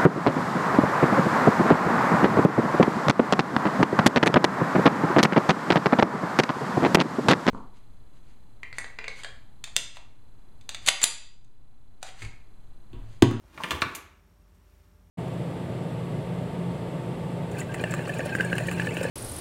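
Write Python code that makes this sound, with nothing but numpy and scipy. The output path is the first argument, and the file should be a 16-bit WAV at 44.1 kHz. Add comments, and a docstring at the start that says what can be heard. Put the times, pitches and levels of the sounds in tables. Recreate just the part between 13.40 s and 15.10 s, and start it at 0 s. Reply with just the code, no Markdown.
"""A soft thud, then a flurry of clacks: a lizard shakes a small limp animal and knocks it against the
slate floor and blocks of a wooden enclosure. Hard blows set the slate ringing, the body lands with dull
booms, and fur and claws scuff in between. Grit ticks sharply as the flurry ends, and the room rings for
half a second. One tiny tick and a soft drag follow, over faint hiss, rumble, hum and mains buzz."""
import sys
import numpy as np
from scipy import signal
from scipy.fft import rfft, irfft, next_fast_len
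from scipy.io import wavfile

SR = 44100
rng = np.random.default_rng(int(sys.argv[2]) if len(sys.argv) > 2 else 0)


def int16_out(signal):
    """Quantize to a 16-bit WAV file."""
    q = np.round(np.clip(np.atleast_2d(signal).T, -1, 1) * 32767)
    wavfile.write(sys.argv[1], SR, q.astype(np.int16))


N = 74970
T = np.arange(N) / SR

# tone of the room's hiss: f/Hz, level/dB
HISS_EQ = [(60, -15.5), (120, -7.5), (185, -1), (270, -10.5), (390, -11), (520, -17), (1100, -17),
           (1700, -22), (3000, -28), (5000, -30.5), (9000, -31), (15500, -35.5)]
# tone of the room's rumble: f/Hz, level/dB
RUMBLE_EQ = [(20, -39.5), (36, -19), (48, -1), (80, 3), (120, -8), (250, -23.5), (1000, -92)]
# partials of the machine hum: f/Hz, level/dB
HUM_PARTIALS = [(48.4, -60.5), (75.4, -65), (90, -67), (177.6, -79.5), (393, -80), (592.2, -80)]
# whines of the mains buzz: f/Hz, level/dB, t/s of one swell
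BUZZ_PARTIALS = [(5497, -88, .018), (5647, -89, .018), (13890, -90, .006), (14190, -86, .006)]
# tone of the reverb tail: f/Hz, level/dB
TAIL_EQ = [(80, -15), (250, -7), (600, 0), (1200, -6.5), (2500, -4), (5000, -12), (9000, -13), (15000, -14)]
# length of the reverb tail: f/Hz, t60/s
TAIL_DECAY = [(80, .45), (500, .56), (1200, 0.55), (2500, .52), (5000, 0.46), (9000, .32), (15000, .26)]
# tone of sliding fur: f/Hz, level/dB
DRAG_EQ = [(150, -13), (500, -8), (1100, -2.5), (2300, -1), (4000, -6.5), (6500, -7.5), (10000, -12),
           (15500, -9.5)]
# fader ride of the scuffing: t/s, level/dB
SCUFF_FADER = [(0, -72.5), (.07, -64), (.125, -61.5), (.145, -53.5), (.17, -53.5), (.22, -45.5), (.29, -45),
               (.34, -38.5), (.40, -48.5), (.47, -48.5), (.51, -52), (.58, -53.5), (.68, -76.5)]
# tone of the scuffing: f/Hz, level/dB
SCUFF_EQ = [(100, 1.5), (300, 5), (600, -5), (1100, -0.5), (2400, -8), (4000, -13), (7000, -17),
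            (15500, -26)]
# claw and grit contacts: t/s, click level/dB, spray level/dB
TICK_CUES = [(0.411, -28.5, -43.5), (0.508, -55, -59), (0.5506, -15.5, -36), (1.147, -52, -73)]
# tone of those contacts: f/Hz, level/dB
TICK_EQ = [(300, -23), (1000, -4), (2300, -0.5), (5400, -4.5), (6300, 2), (9000, -3.5), (13500, -1.5),
           (15800, -10.5)]
# landings of the soft body: t/s, boom level/dB, f/Hz, t60/s, slap level/dB
THUD_CUES = [(0.042, -40.5, 78.4, 0.064, -52.5), (0.173, -48.5, 155, .12, -63),
             (.238, -34.5, 168, 0.1, -31), (0.307, -36, 159, .1, -30), (0.328, -35, 72, 0.31, -35),
             (0.343, -34, 88, 0.21, -37.5), (0.42, -32.5, 104, .12, -31.5), (0.45, -34.5, 95, 0.063, -35.5),
             (0.461, -34.5, 173, 0.065, -44.5)]
# tone of the body's slap: f/Hz, level/dB
SLAP_EQ = [(40, -26.5), (90, -6), (150, -8), (290, -0.5), (520, -15.5), (900, -27.5), (2500, -45),
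           (16000, -54.5)]
# blows on the slate: t/s, clack level/dB, f/Hz, t60/cycles, crack level/dB, ring re clack/dB
KNOCK_CUES = [(.0395, -39, 651, 1.9, -60, -14.5), (0.1771, -24.5, 2200, 8, -45, -9),
              (.1805, -27, 1070, 8.5, -54, -9), (.2030, -24.5, 1030, 15, -67, -12.5),
              (.2075, -26, 1010, 32, -57.5, -13), (0.2363, -16.5, 2880, 12.7, -23, -7),
              (.2430, -15, 1768, 13, -29, -6.5), (0.2557, -30, 2160, 7, -36.5, -6),
              (0.3077, -14, 2640, 11, -13, -5), (.3170, -15, 1160, 11, -21, -7),
              (.4193, -8.5, 4050, 9, -27, -16), (.4200, -8, 2370, 11.4, -31.5, -7.5),
              (0.4225, -8.5, 1313, 13.3, -24.5, -6), (.4272, -16, 1563, 5.6, -37.5, -1.5)]
# modes of the slate slab: f/Hz, relative level/dB, t60/s
SLAB_MODES = [(705, -29, .09), (921, -12, 0.041), (1049.6, -15, 0.11), (1110.5, -20.5, .13),
              (1184.7, -15.5, 0.094), (1234, -16.5, 0.052), (1410, -18, 0.055), (1733, -6.5, 0.043),
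              (2292, -18.5, 0.16), (2459, -10, 0.042), (3460, -22, 0.027), (4560, -26, .025),
              (5540, -16.5, 0.026)]
# tone of the crack on each blow: f/Hz, level/dB
CRACK_EQ = [(300, -12), (1000, -6), (2200, 1), (3500, 0.5), (5500, -12.5), (8500, -11), (11000, -21.5),
            (16000, -21.5)]


def from_db(db):
    """Decibels to gain."""
    return 10 ** (np.asarray(db) / 20)


def unit_rms(x):
    """Scale to unit rms."""
    return x / np.sqrt(np.mean(x ** 2) + 1e-30)


def at_hz(curve, hz):
    """Read a curve on a log-frequency axis."""
    freqs, values = np.transpose(curve)
    return np.interp(np.log(np.maximum(hz, 1)), np.log(freqs), values)


def equalise(x, curve):
    """Minimum-phase EQ of unit energy: nothing rings ahead of an attack."""
    size = next_fast_len(2 * N)
    gains = from_db(at_hz(curve, np.fft.rfftfreq(size, 1 / SR)))
    cepstrum = irfft(np.log(gains), size)
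    cepstrum[1:size // 2] *= 2
    cepstrum[size // 2 + 1:] = 0
    response = np.exp(rfft(cepstrum))
    response /= np.sqrt(np.mean(abs(response) ** 2))
    return irfft(rfft(x, size) * response, size)[:N]


def noise_bed(curve, db):
    """Steady noise with the given tone and rms level."""
    return from_db(db) * unit_rms(equalise(rng.standard_normal(N), curve))


def decay(start, t60):
    """Envelope that opens at once and falls 60 dB in t60 seconds."""
    return (T >= start) * from_db(np.maximum(-60 * abs(T - start) / t60, -300))


def ping(start, hz, t60):
    """A damped sine."""
    return decay(start, t60) * np.sin(2 * np.pi * hz * (T - start))


def spray(start, db, t60):
    """A dying spray of tiny contacts."""
    return from_db(db) * decay(start, t60) * rng.choice([-.5, .5], N)


def drift(per_s):
    """Slow random wander, roughly between -1 and 1."""
    knots = rng.standard_normal(int(T[-1] * per_s) + 2)
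    return np.interp(T * per_s, np.arange(len(knots)), knots)


def room_tone():
    """Faint airy hiss over a low rumble."""
    return noise_bed(HISS_EQ, db=-66.5) + noise_bed(RUMBLE_EQ, db=-64.5)


def machine_hum(waver_db=2):
    """A machine's low partials, each wavering in level on its own."""
    hum = np.zeros(N)
    for hz, db in HUM_PARTIALS:
        gain = from_db(db + waver_db * drift(per_s=12))
        hum += gain * unit_rms(np.sin(2 * np.pi * (hz * T + rng.random())))
    return hum


def mains_buzz(mains_hz=50, sharpness=1.3):
    """Thin electrical whines that swell once per mains cycle."""
    buzz = np.zeros(N)
    for hz, db, crest in BUZZ_PARTIALS:
        swell = np.exp(sharpness * np.cos(2 * np.pi * mains_hz * (T - crest)))
        buzz += from_db(db) * unit_rms(swell * np.sin(2 * np.pi * hz * T))
    return buzz


def reverb_impulse(build_s=.008, early_db=-5, early_low_cut_hz=414):
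    """Quick reflections in the enclosure, then the room's tail, dying band by band."""
    edges_hz = np.geomspace(50, 17000, 13)
    white = rng.standard_normal((2, N))  # neighbouring bands get independent noise
    tail = np.zeros(N)
    for k, (low, high) in enumerate(zip(edges_hz, edges_hz[1:])):
        hz = np.sqrt(low * high)
        band = signal.sosfilt(signal.butter(2, [low, high], "band", fs=SR, output="sos"), white[k % 2])
        envelope = decay(0, at_hz(TAIL_DECAY, hz)) * (1 - np.exp(-T / build_s))
        tail += from_db(at_hz(TAIL_EQ, hz)) * band * unit_rms(envelope)
    early = from_db(early_db) * unit_rms(decay(start=.002, t60=.08) * rng.standard_normal(N))
    early = signal.sosfilt(signal.butter(2, early_low_cut_hz, "high", fs=SR, output="sos"), early)
    return (tail + early) / np.sqrt(N)


def fur_drag(centre_s=1.357, half_width_s=.17):
    """The prey's fur slides over the floor in one faint swell."""
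    swell = np.exp(-((T - centre_s) / half_width_s) ** 2)
    return swell * noise_bed(DRAG_EQ, db=-73)


def scuffing(grains_per_s=4000, spread_db=4.5, rub_gain=.53):
    """Fur and claws scrape over the slate: grains on top of a smooth rub."""
    sizes = from_db(spread_db * np.minimum(rng.exponential(1, N), 4))
    signs = rng.choice([-1, 1], N)
    catches = rng.random(N) < grains_per_s / SR
    friction = unit_rms(sizes * signs * catches) + rub_gain * rng.standard_normal(N)
    fader = from_db(np.interp(T, *np.transpose(SCUFF_FADER)))
    return fader * unit_rms(equalise(friction, SCUFF_EQ))


def grit_ticks():
    """Claws and grit make small hard contacts: a bright click and a short spray."""
    contacts = np.zeros(N)
    for start, click_db, spray_db in TICK_CUES:
        click = from_db(click_db) * np.sinc((T - start) * SR)
        contacts += click + spray(start, spray_db, t60=.0063)
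    return equalise(contacts, TICK_EQ)


def body_thuds():
    """The limp body booms on the floor with a dull slap."""
    booms, slaps = np.zeros((2, N))
    for start, db, hz, t60, slap_db in THUD_CUES:
        booms += from_db(db) * ping(start, hz, t60)
        slaps += spray(start, slap_db, t60=.079)
    return booms + equalise(slaps, SLAP_EQ)


def slate_knocks():
    """Each blow is a short clack with a crack on top, and sets the slab ringing."""
    clacks, ring, cracks = np.zeros((3, N))
    for start, db, contact_hz, cycles, crack_db, ring_db in KNOCK_CUES:
        clacks += from_db(db) * ping(start, contact_hz, cycles / contact_hz)
        for k, (hz, mode_db, t60) in enumerate(SLAB_MODES):
            rolloff = 1 / np.sqrt(1 + (hz / contact_hz) ** 4)  # modes above the clack get less drive
            ring += (-1) ** k * rolloff * from_db(db + ring_db + mode_db) * ping(start, hz, t60)
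        cracks += spray(start, crack_db, t60=.022)
    return clacks + ring + equalise(cracks, CRACK_EQ)


def scene(grit_send_db=10.5):
    """Mono mix: the struggle and grit feed the reverb; the drag and background stay dry."""
    struggle = slate_knocks() + body_thuds() + scuffing()
    grit = grit_ticks()
    send = struggle + from_db(grit_send_db) * grit
    wet = signal.fftconvolve(send, reverb_impulse())[:N]
    return (struggle + grit + wet + fur_drag() + room_tone() + machine_hum() + mains_buzz())[None]


def record(dry, low_cut_hz=40, high_cut_hz=15900):
    """Steep master filters trim the deepest bass and the very top."""
    trimmed = signal.sosfilt(signal.butter(6, low_cut_hz, "high", fs=SR, output="sos"), dry)
    return signal.sosfilt(signal.ellip(10, .2, 70, high_cut_hz, fs=SR, output="sos"), trimmed)


dry = scene()
out = record(dry)
int16_out(out)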